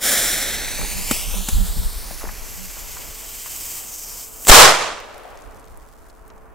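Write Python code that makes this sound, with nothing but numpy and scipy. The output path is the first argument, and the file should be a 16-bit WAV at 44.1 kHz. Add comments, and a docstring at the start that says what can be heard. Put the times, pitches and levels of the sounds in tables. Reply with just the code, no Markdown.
"""A homemade banger on a board in a gravel pit, over a far, low background with a faint hum.
Its fuse, a gas jet made of coloured noise, catches and hisses, with pops, while the camera backs away over
the stones: shoes knock pebbles, air and jolts shake the camera, and the ground echo sweeps up through the hiss.
The flame roars out of the tube, which bursts: a pressure wave and dense noise echoes overload the microphones.
The bank and woods throw the bang back, then grit patters down as small noise ticks."""
import sys
import numpy as np
from scipy import signal
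from scipy.fft import rfft, irfft
from scipy.io import wavfile
from scipy.ndimage import uniform_filter1d

SR = 44100
rng = np.random.default_rng(int(sys.argv[2]) if len(sys.argv) > 2 else 0)


def unload_wav(signal):
    """Save mono or channel-first audio to the path in sys.argv[1] as 16-bit WAV at rate SR, clipped to [-1, 1]."""
    wavfile.write(
        sys.argv[1],
        SR,
        np.round(np.clip(np.atleast_2d(signal).T, -1, 1) * 32767).astype(np.int16),
    )


N = 288692
T = np.arange(N) / SR  # s
HZ = np.fft.rfftfreq(N, 1 / SR)
BURST_S = 4.4957  # the tube bursts

# how alike the burning powder sounds at the two microphones: (frequency [Hz], likeness [-1 to 1])
FLAME_LIKENESS = [(100, 1), (2500, 1), (5000, 0.97), (9000, 0.85), (15000, 0.83)]
# how alike far sounds are at the two microphones: (frequency [Hz], likeness [-1 to 1])
FAR_LIKENESS = [(30, 0.11), (150, 0.091), (400, 0.13), (1000, .5), (3000, .5), (8000, .2)]


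def amp(db):
    """Turns decibels into a plain factor."""
    return 10 ** (np.asarray(db) / 20)


def unit(x):
    """Brings a sound to an average (rms) level of 1."""
    return x / np.sqrt(np.mean(x ** 2) + 1e-20)


def read(points, hz):
    """A spectrum joined by straight lines on a log-frequency axis."""
    f, value = np.transpose(points)
    return np.interp(np.log(hz + 1), np.log(f + 1), value)


def curve(rows, t, axis=1):
    """One column of a control table at the times t."""
    rows = np.asarray(rows)
    return np.interp(t, rows[:, 0], rows[:, axis])


def colour(x, spectrum):
    """Filters a sound by a fixed spectrum in dB."""
    return irfft(rfft(x) * amp(read(spectrum, HZ)), N)


def drift(rate_hz):
    """Random wavering of rms 1, mostly slower than the given rate."""
    return unit(irfft(rfft(rng.standard_normal(N)) / (1 + (HZ / rate_hz) ** 4), N))


def noise_pair(likeness):
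    """White noise at two microphones, alike by the given amount at each frequency."""
    common, apart = rfft(rng.standard_normal((2, N)))
    c = np.clip(read(likeness, HZ), -1, 1)
    mid = common * np.sqrt((1 + c) / 2)
    side = apart * np.sqrt((1 - c) / 2)
    return irfft(np.array([mid + side, mid - side]), N)


def shaped(x, gain, size=512):
    """Filters x by gain(Hz, s), which moves with time."""
    overlap = size * 3 // 4
    hz, t, z = signal.stft(x, SR, nperseg=size, noverlap=overlap)
    return signal.istft(z * gain(hz[:, None], t), SR, nperseg=size, noverlap=overlap)[1][:, :N]


def swell(t, s, hold_s, db, rise_db_per_s, fall_db_per_s):
    """A gain that rises to its level at s, holds, and dies away."""
    before = np.maximum(s - t, 0)
    after = np.maximum(t - s - hold_s, 0)
    return amp(db - rise_db_per_s * before - fall_db_per_s * after)


def together(gains):
    """The level of unrelated sounds heard at once: their powers add."""
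    return np.sqrt(sum(gain ** 2 for gain in gains))


def add(mix, s, sound):
    """Lays a short sound into the mix at time s."""
    part = mix[:, round(s * SR):][:, :sound.shape[1]]
    part += sound[:, :part.shape[1]]


def sprinkle(start, length, per_s, db, spread_db, low_hz, high_hz):
    """Random small impacts over a stretch of time, as rows (time [s], peak [dB], centre [Hz])."""
    when, size, pitch, happens = rng.random((40, 4)).T
    peak_db = db + spread_db * (2 * size - 1)
    centre_hz = low_hz * (high_hz / low_hz) ** pitch
    rows = np.transpose([start + length * when, peak_db, centre_hz])
    return rows[np.argsort(happens)[:round(per_s * length)]]


def knocks(rows, gain_db, decay, rattle_db, rattle_s, spread, apart, top_hz):
    """Each small impact is a sharp tick and a short rattle, in a broad band round its own pitch."""
    out, t = np.zeros((2, N)), np.arange(4096) / SR
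    soften = signal.butter(5, min(top_hz, .45 * SR), fs=SR, output="sos")
    fade = np.exp(-t / decay) + amp(rattle_db) * np.exp(-t / rattle_s)
    for s, db, hz in rows:
        grain = rng.standard_normal((3, len(t)))
        blow = (grain[0] + apart * grain[1:]) * fade  # a shared part and one for each side
        edges = np.clip([hz / (1 + spread), hz * (1 + spread)], 30, .45 * SR)
        band = signal.butter(2, edges, "band", fs=SR, output="sos")
        tick = signal.sosfilt(soften, signal.sosfilt(band, blow))
        add(out, s, amp(db + gain_db) * tick / abs(tick).max())
    return out


def background(level_db=-46.5, swell_db=-1.23, early_db=4.5):
    """A far, dull wash of noise, stronger early on, with a faint wavering hum."""
    # colour of the wash: (frequency [Hz], relative level [dB])
    wash_colour = [(20, 10), (45, 9), (85, 3), (160, -4), (260, 0.5), (420, -1), (600, -2), (1100, -2.5),
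                   (1500, -8), (2500, -20), (4000, -36), (15000, -31.5)]
    # tones of the hum, before they waver: (frequency [Hz], level [dB])
    hum_tones = [(441, -59), (670, -62.5)]
    wash_db = level_db + swell_db * drift(4) + early_db * (1 - T / T[-1])
    wash = unit(colour(noise_pair(FAR_LIKENESS), wash_colour)) * amp(wash_db)
    turns = np.cumsum(1 + .004 * drift(8)) / SR  # makes the pitch waver
    hum = sum(amp(db + 2.1 * drift(3.3)) * unit(np.sin(2 * np.pi * hz * turns)) for hz, db in hum_tones)
    return (wash + hum) * amp([[0], [.5]])


def woods(slap_s=5.254, slap_db=-31, slap_hz=724, slap_length_s=.002):
    """The far woods return the bang as a short, dull roll of noise and one clear, soft slap."""
    # colour of the roll: (frequency [Hz], relative level [dB])
    roll_colour = [(200, -19.5), (400, -3.5), (620, 3), (850, -4.5), (1300, -11), (3000, -22.5),
                   (8000, -60)]
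    # the roll before the left-right balance: (time [s], hold [s], level [dB], rise [dB/s], fall [dB/s])
    roll_swell = (5, 0.36, -44, 170.5, 55)
    roll = unit(colour(noise_pair(FAR_LIKENESS), roll_colour)) * swell(T, *roll_swell)
    t = T - slap_s
    slap = amp(slap_db) * np.exp(-(t / slap_length_s) ** 2) * np.sin(2 * np.pi * slap_hz * t)
    return (roll + slap) * amp([[4], [-2]])


def handling(body_hz=188, waver=0.035, jolt_db=6, left_share=-0.46):
    """Air buffets each microphone on its own; jolts make the camera body hum, its two sides in opposition."""
    # air moving past, strongest while the camera is carried backwards: (time [s], level [dB])
    buffet = [(0, -51), (.22, -37), (.7, -33), (1.0, -29), (2.1, -33), (3.0, -39.5), (3.4, -47),
              (5.0, -53.5), (6.55, -47)]
    # gusts and bumps on the microphones: (time [s], hold [s], level [dB])
    gust_rows = [(0.799, .05, -26), (1.275, 0.14, -23.5), (1.534, 0.087, -13), (1.69, 0.024, -20),
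                 (1.776, 0.016, -15.5), (1.858, 0.0091, -16.5), (1.957, 0.018, -26), (2.25, 0.039, -28.5),
                 (2.423, 0.0086, -32), (3.074, .01, -34), (5.464, 0.022, -38.5), (5.69, 0.13, -41.5),
                 (6.206, 0.0093, -42.5)]
    # jolts of the camera body, before the jolt_db boost: (time [s], length [s], level [dB])
    jolts = [(0.761, 0.12, -38.5), (0.91, 0.14, -36), (1.33, 0.12, -33.5), (1.539, .15, -31.5),
             (1.763, 0.095, -38.5), (2.226, 0.12, -44.5), (2.553, 0.14, -42.5)]
    air_colour = [(8, -16.5), (22, 0.5), (33, 3.5), (60, -8.0), (110, -20), (200, -25.0),
                  (400, -49.5), (1500, -73.0)]  # (frequency [Hz], relative level [dB])
    air = unit(colour(noise_pair([(20, 0.084), (200, -0.073)]), air_colour))
    air /= np.sqrt(uniform_filter1d((air ** 2).mean(0), 2000) + .05)  # evens out chance swells
    gusts = [swell(T, *row, rise_db_per_s=900, fall_db_per_s=450) for row in gust_rows]
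    out = air * together([amp(curve(buffet, T)), *gusts])
    hum = unit(np.sin(2 * np.pi * np.cumsum(body_hz * (1 + waver * drift(47))) / SR))
    for s, length, db in jolts:
        arch = np.sin(np.pi * np.clip((T - s) / length, 0, 1))
        out += amp(db + jolt_db) * hum * arch * np.array([[left_share], [1]])
    return out


def footsteps():
    """Each step shifts a few small stones; larger ones knock out clearly."""
    # larger stones under the shoes, before the overall gain: (time [s], peak [dB], centre [Hz])
    stones = [(0.83, -24.5, 350), (1.252, -32, 305), (1.34, -25.5, 388), (1.385, -30, 310),
              (2.109, -25, 298), (2.219, -27, 1198), (2.239, -22.5, 326), (2.271, -26, 657),
              (2.288, -25.5, 1332), (2.768, -30, 700), (2.969, -29.5, 920), (3.46, -26, 1940)]
    # shoes on the gravel, before the overall gain: (time [s], length [s], middle peak of small stones [dB])
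    steps = [(0.779, 0.071, -26.5), (1.248, 0.16, -33.5), (2.13, .17, -28), (2.921, .06, -40)]
    small = []
    for s, length, db in steps:
        small.extend(sprinkle(s, length, per_s=36, db=db, spread_db=4, low_hz=300, high_hz=1300))
    return knocks([*stones, *small], gain_db=1.0, decay=0.0014, rattle_db=-11.5, rattle_s=0.013,
                  spread=1.0, apart=0.29, top_hz=2070)


def patter(per_s=500, size_db=3.0):
    """Dust and paper shreds sprinkle the ground on both sides: single clicks of random size."""
    # the landing of the dust: (time [s], hold [s], level [dB], rise [dB/s], fall [dB/s])
    dust = (5, 1, -58.5, 49.5, 20)
    size = amp(size_db * np.minimum(rng.exponential(1, (2, N)), 4))
    ticks = size * rng.choice([-1, 1], (2, N)) * (rng.random((2, N)) < per_s / SR)
    both_sides = ticks + 0.27 * ticks[::-1]  # each side faintly hears the other
    ticks = colour(both_sides, [(500, -14), (3000, -3.5), (8000, 0.5), (15000, -4.5)])
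    return unit(ticks) * swell(T, *dust) * (T > BURST_S)


def grit():
    """Bits thrown up by the bang tick back down on the gravel."""
    # larger bits landing, before the overall gain: (time [s], peak [dB], centre [Hz])
    large = [(5.002, -28, 11000), (5.1444, -30, 8000), (5.18, -27, 10000), (5.2352, -34, 10850),
             (5.3734, -27, 7000), (5.421, -26.5, 6000), (5.5465, -31, 7940), (5.5974, -31, 7020),
             (5.6433, -32, 4600), (5.675, -36, 3300), (5.7735, -28, 10940), (6.0992, -34.5, 5480),
             (6.2793, -31, 12000), (6.302, -33.5, 3000)]
    small = sprinkle(5.3, 6.4 - 5.3, per_s=12, db=-40, spread_db=3, low_hz=3200, high_hz=11500)
    return knocks([*large, *small], gain_db=-4.5, decay=0.00028, rattle_db=-9, rattle_s=0.0034,
                  spread=0.66, apart=0.66, top_hz=14780)


def fuse(sputter_db=0.54, flutter_db=0.77, catch_s=0.021, catch_db=-27.5, flare_rise_s=.028, flare_settle_s=0.066,
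         mouth_start_s=3.82, mouth_end_s=4.29, mouth_edge_s=.1, mouth_height=1.0, mouth_width_hz=1500,
         mouth_start_hz=7700, mouth_end_hz=5100, mouth_glide_s=0.12):
    """A sputtering gas jet, heard directly and off the ground; the echo delay shrinks as the camera retreats."""
    # the flame before flares and flutter: (time [s], level [dB], lower hiss relative to it [dB])
    flame = [(0.09, -18.5, -5.5), (0.33, -22.5, -4), (0.6, -31, 0.5), (1.05, -30.5, -6.5),
             (1.32, -32.5, -5.5), (1.62, -34.0, -6.5), (2.05, -37.5, -7.5), (2.4, -40.5, -6),
             (2.5, -37.5, -9), (2.98, -36.5, -8.0), (3.1, -38.0, -8), (3.36, -35.5, -10),
             (3.72, -30.0, -13), (3.87, -35.5, -12.5), (3.93, -33.5, -16), (4.23, -34.5, -14.5),
             (4.31, -41.5, -14.5), (4.43, -36.5, -18)]
    # first peak of the echo's comb before the gravel shift, 1 / delay: (time [s], frequency [Hz])
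    ground_comb = [(0, 1780), (.5, 1880), (.85, 2117), (1.1, 2470), (1.3, 2901), (1.6, 3837), (1.95, 4500),
                   (2.35, 6000), (3.1, 6955), (4.45, 7100)]
    # share of the sound that the ground returns: (frequency [Hz], share [factor])
    ground_share = [(500, .6), (2000, .62), (5000, .42), (10000, .3), (15000, .26)]
    # phase shift that loose gravel gives the echo, for the longest waves: (time [s], shift [radians])
    gravel_shift = [(.6, 0.5), (1.2, 1.3), (2.1, 1.34), (3.0, 0.13)]
    # ingredients of the hiss colour, close by and from afar: (frequency [Hz], relative level [dB])
    near_colour, far_colour = [(100, -25.5), (240, -3.5), (340, -14), (550, 2.5), (780, 2), (1000, -5),
                               (1600, 1), (3000, -3.5), (5000, 0), (7500, 6.5), (10000, 1.5), (13000, -1.5),
                               (15500, -2.5)], [(100, -17), (500, -18.5), (1400, -12.5), (2400, -0.5),
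                                                  (3200, 1), (4100, -1.5), (5500, -1), (7700, 4), (9500, 1),
                                                  (11500, -1.5), (13500, 0.5), (15500, -4.5)]
    # narrow resonances that grow with the retreat: (centre [Hz], width [Hz], full height above the rest [factor])
    resonances = [(3080, 110, 0.98), (4995, 150, .3), (7640, 280, .45)]
    # the fuse lies a little to the left: (time [s], lag at the right microphone [s])
    bearing = [(0, 0.0000085), (.45, 0.00002), (.72, 0.000024), (1.0, 0.000014), (1.7, 5e-6),
               (4.4, 0.0000016)]
    # the flame flares up round each pop, then settles: (time [s], rise in level [dB])
    flare_rows = [(1.12, 7.5), (1.487, 2), (4.475, 10.5)]

    def gain(hz, t):
        away = np.clip(t / 3.3, 0, 1)  # 0 = close by, 1 = fully backed away
        # the near colour starts at half strength and ends at minus half
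        jet = amp((0.5 - away) * read(near_colour, hz) + away * read(far_colour, hz))

        # the flame sinks into the tube's mouth, whose resonance slides down
        sunk = np.clip(np.minimum(t - mouth_start_s, mouth_end_s - t) / mouth_edge_s, 0, 1)
        glide = np.exp(-np.maximum(t - mouth_start_s, 0) / mouth_glide_s)
        mouth_hz = mouth_end_hz + (mouth_start_hz - mouth_end_hz) * glide
        mouth = (mouth_hz, mouth_width_hz, mouth_height * sunk)
        bumps = sum(height / (1 + (2 * (hz - f) / width) ** 2) for f, width, height in [*resonances, mouth])
        peaks = 1 + away ** 6 * bumps

        lag = hz / curve(ground_comb, t)  # in cycles
        shift = curve(gravel_shift, t) * np.exp(-(lag / .8) ** 2)
        ground = 1 + read(ground_share, hz) * np.exp(1j * (shift - 2 * np.pi * lag))
        heard = jet * peaks * abs(ground)

        top = (hz > 5000) & (hz < 15000)
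        low = (hz > 1500) & (hz < 4500)
        top_rms, low_rms = (np.sqrt(np.mean(heard ** 2 * band, 0)) for band in (top, low))
        fullness = amp(curve(flame, t, axis=2)) * top_rms / low_rms  # a fuller flame hisses lower
        heard = heard / top_rms * fullness ** (1 / (1 + (hz / 5000) ** 6))
        return np.array([heard, heard * np.exp(-2j * np.pi * hz * curve(bearing, t))])

    flares = 0
    for s, db in flare_rows:
        flares = flares + db * np.exp(-np.maximum((s - T) / flare_rise_s, (T - s) / flare_settle_s))
    catching = catch_db * np.exp(-T / catch_s)  # starts below the full flame
    level = curve(flame, T) + catching + flares + sputter_db * drift(300) + flutter_db * drift(29)
    hiss = shaped(noise_pair(FLAME_LIKENESS), gain, size=1024)
    return hiss * amp(level) * (T < BURST_S)


def spits(rise=0.00065):
    """Pockets of powder pop, as short noise with a low thump; at last the flame roars out of the tube's mouth."""
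    # pops and last spits, before rise and decay: (time [s], level [dB], decay [s], thump relative to it [dB])
    pops = [(1.1104, -13, 0.0055, 1.5), (1.4856, -16.5, 0.0071, -3.5), (4.4504, -16, 0.0011, -7.5),
            (4.4703, -1.5, .0008, -15), (4.479, -13, 0.0011, -16.5), (4.482, -5.5, .001, -26.5),
            (4.485, -1, 0.0015, -17.5)]
    # colours of the bright jet and the low thump: (frequency [Hz], relative level [dB])
    jet_colour, thump_colour = [(100, -4), (600, 1), (1200, -4), (3000, -5), (5000, -7.5), (6500, -2),
                                (7600, 4), (9500, -5), (11500, -7.5), (14000, -4.5), (16000, -18)], [(40, -18), (120, 1), (240, 2.5), (450, -6.5),
                                                    (900, -11.5), (1600, -17), (4000, -18.5),
                                                    (12000, -36.5)]
    jet = unit(colour(noise_pair(FLAME_LIKENESS), jet_colour))
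    thump = unit(colour(noise_pair(FLAME_LIKENESS), thump_colour))
    out = jet * swell(T, 4.4935, hold_s=0, db=-1.5, rise_db_per_s=1250.5, fall_db_per_s=1901.5)
    for s, db, decay, thump_db in pops:
        t = np.maximum(T - s, 0)
        fade = (1 - np.exp(-t / rise)) * np.exp(-np.minimum(t / decay, 20))
        out += amp(db) * fade * (jet + amp(thump_db) * thump)
    return out


def bang(push_db=18, push_s=0.0017, suction_db=5, rebound_db=-17, crackle_db=2.5, lumpy_db=0.65, left_db=-2.0,
         crack_db=14.5, crack_fall_db_per_s=1599, slap_s=4.695, slap_length_s=0.008, slap_db=0.5):
    """A pressure step with a long suction after it, then dense echoes that dull as they travel."""
    # colour of the bang: (frequency [Hz], relative level [dB])
    bang_colour = [(25, -11.5), (100, -8.5), (250, -12.5), (420, -3), (650, -0.5), (1150, 0), (1800, -4.5),
                   (3000, -6), (5000, -7.5), (7500, -7), (10000, -11.5), (15000, -16)]
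    # how alike the two microphones hear it: (frequency [Hz], likeness [-1 to 1])
    bang_likeness = [(50, 0.39), (300, 0.49), (1000, .62), (2500, 0.68), (5000, 0.53), (9000, 0.14),
                     (15000, .1)]
    # what the air swallows: (frequency [Hz], loss per second of travel [dB/s])
    air_loss = [(100, 12), (600, 1), (1500, 3), (3000, 9), (6000, 19.5), (9000, 31.5), (15000, 78)]
    # scatter from near stones, bank, trees and the land beyond, before the air's loss and the balance:
    # (time at full level [s], hold [s], level [dB], rise [dB/s], fall [dB/s])
    scatter = [(4.547, 0.072, 4.5, 60, 134.5), (4.804, 0.027, -17, 300, 80.5),
               (5.108, .02, -37.5, 100, 21.5)]
    since = np.maximum(T - BURST_S, 0)
    u = since / push_s
    wave = amp(push_db) * (1 - u) * np.exp(-np.minimum(u, 20)) * (u < 20)
    suction = -amp(suction_db) * np.exp(-((T - 4.508) / 0.0083) ** 2)
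    rebound = amp(rebound_db) * np.exp(-((T - 4.6) / 0.13) ** 2)  # the pressure swings slowly back

    shocks = noise_pair(bang_likeness) * amp(crackle_db * drift(2500))  # small shocks of differing size
    echoes = shaped(unit(colour(shocks, bang_colour)),
                    lambda hz, t: amp(-read(air_loss, hz) * np.maximum(t - BURST_S, 0)))
    crack = amp(crack_db - crack_fall_db_per_s * since)  # the bursting tube itself
    slap = slap_db * np.exp(-((T - slap_s) / slap_length_s) ** 2)  # off the bank, lifts the scatter
    echoes *= together([crack] + [swell(T, *row) for row in scatter]) * amp(slap + lumpy_db * drift(55))
    return (wave + suction + rebound + echoes * amp([[left_db], [0]])) * (T >= BURST_S)


def scene():
    """Fuse, footsteps, bang and falling grit, in the open air."""
    surroundings = background() + woods() + handling()
    on_the_gravel = footsteps() + patter() + grit()
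    banger = fuse() * amp([[-.2], [.4]]) + spits() + bang()
    return surroundings + on_the_gravel + banger


def record(dry, ceiling=0.95, shadow_hz=3000, edge_hz=15800):
    """Close echoes ripple the treble; the left microphone differs in the bass; both overload on the bang."""
    # weak echoes off the camera and the person holding it: (delay [s], share [factor])
    near_echoes = [(.0021, .05), (.0034, .07), (.0052, .09), (.0061, .07), (.0083, .09)]
    echoes = sum(share * np.exp(-2j * np.pi * HZ * delay) for delay, share in near_echoes)
    ripple = 1 + echoes * HZ / np.hypot(HZ, shadow_hz)  # long waves bend round small things
    left, right = irfft(rfft(dry) * ripple, N)
    left = colour(left, [(30, 0.0), (200, -3.5), (500, -1.5), (1000, -0.5), (2000, 0.5)])
    heard = np.array([left, right])
    clipped = heard / (1 + (heard / ceiling) ** 8) ** (1 / 8)  # a rounded limit
    low_pass = signal.firwin(511, edge_hz, window=("kaiser", 9), fs=SR)
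    return signal.oaconvolve(clipped, low_pass[None], "same")


dry = scene()
out = record(dry)
unload_wav(out)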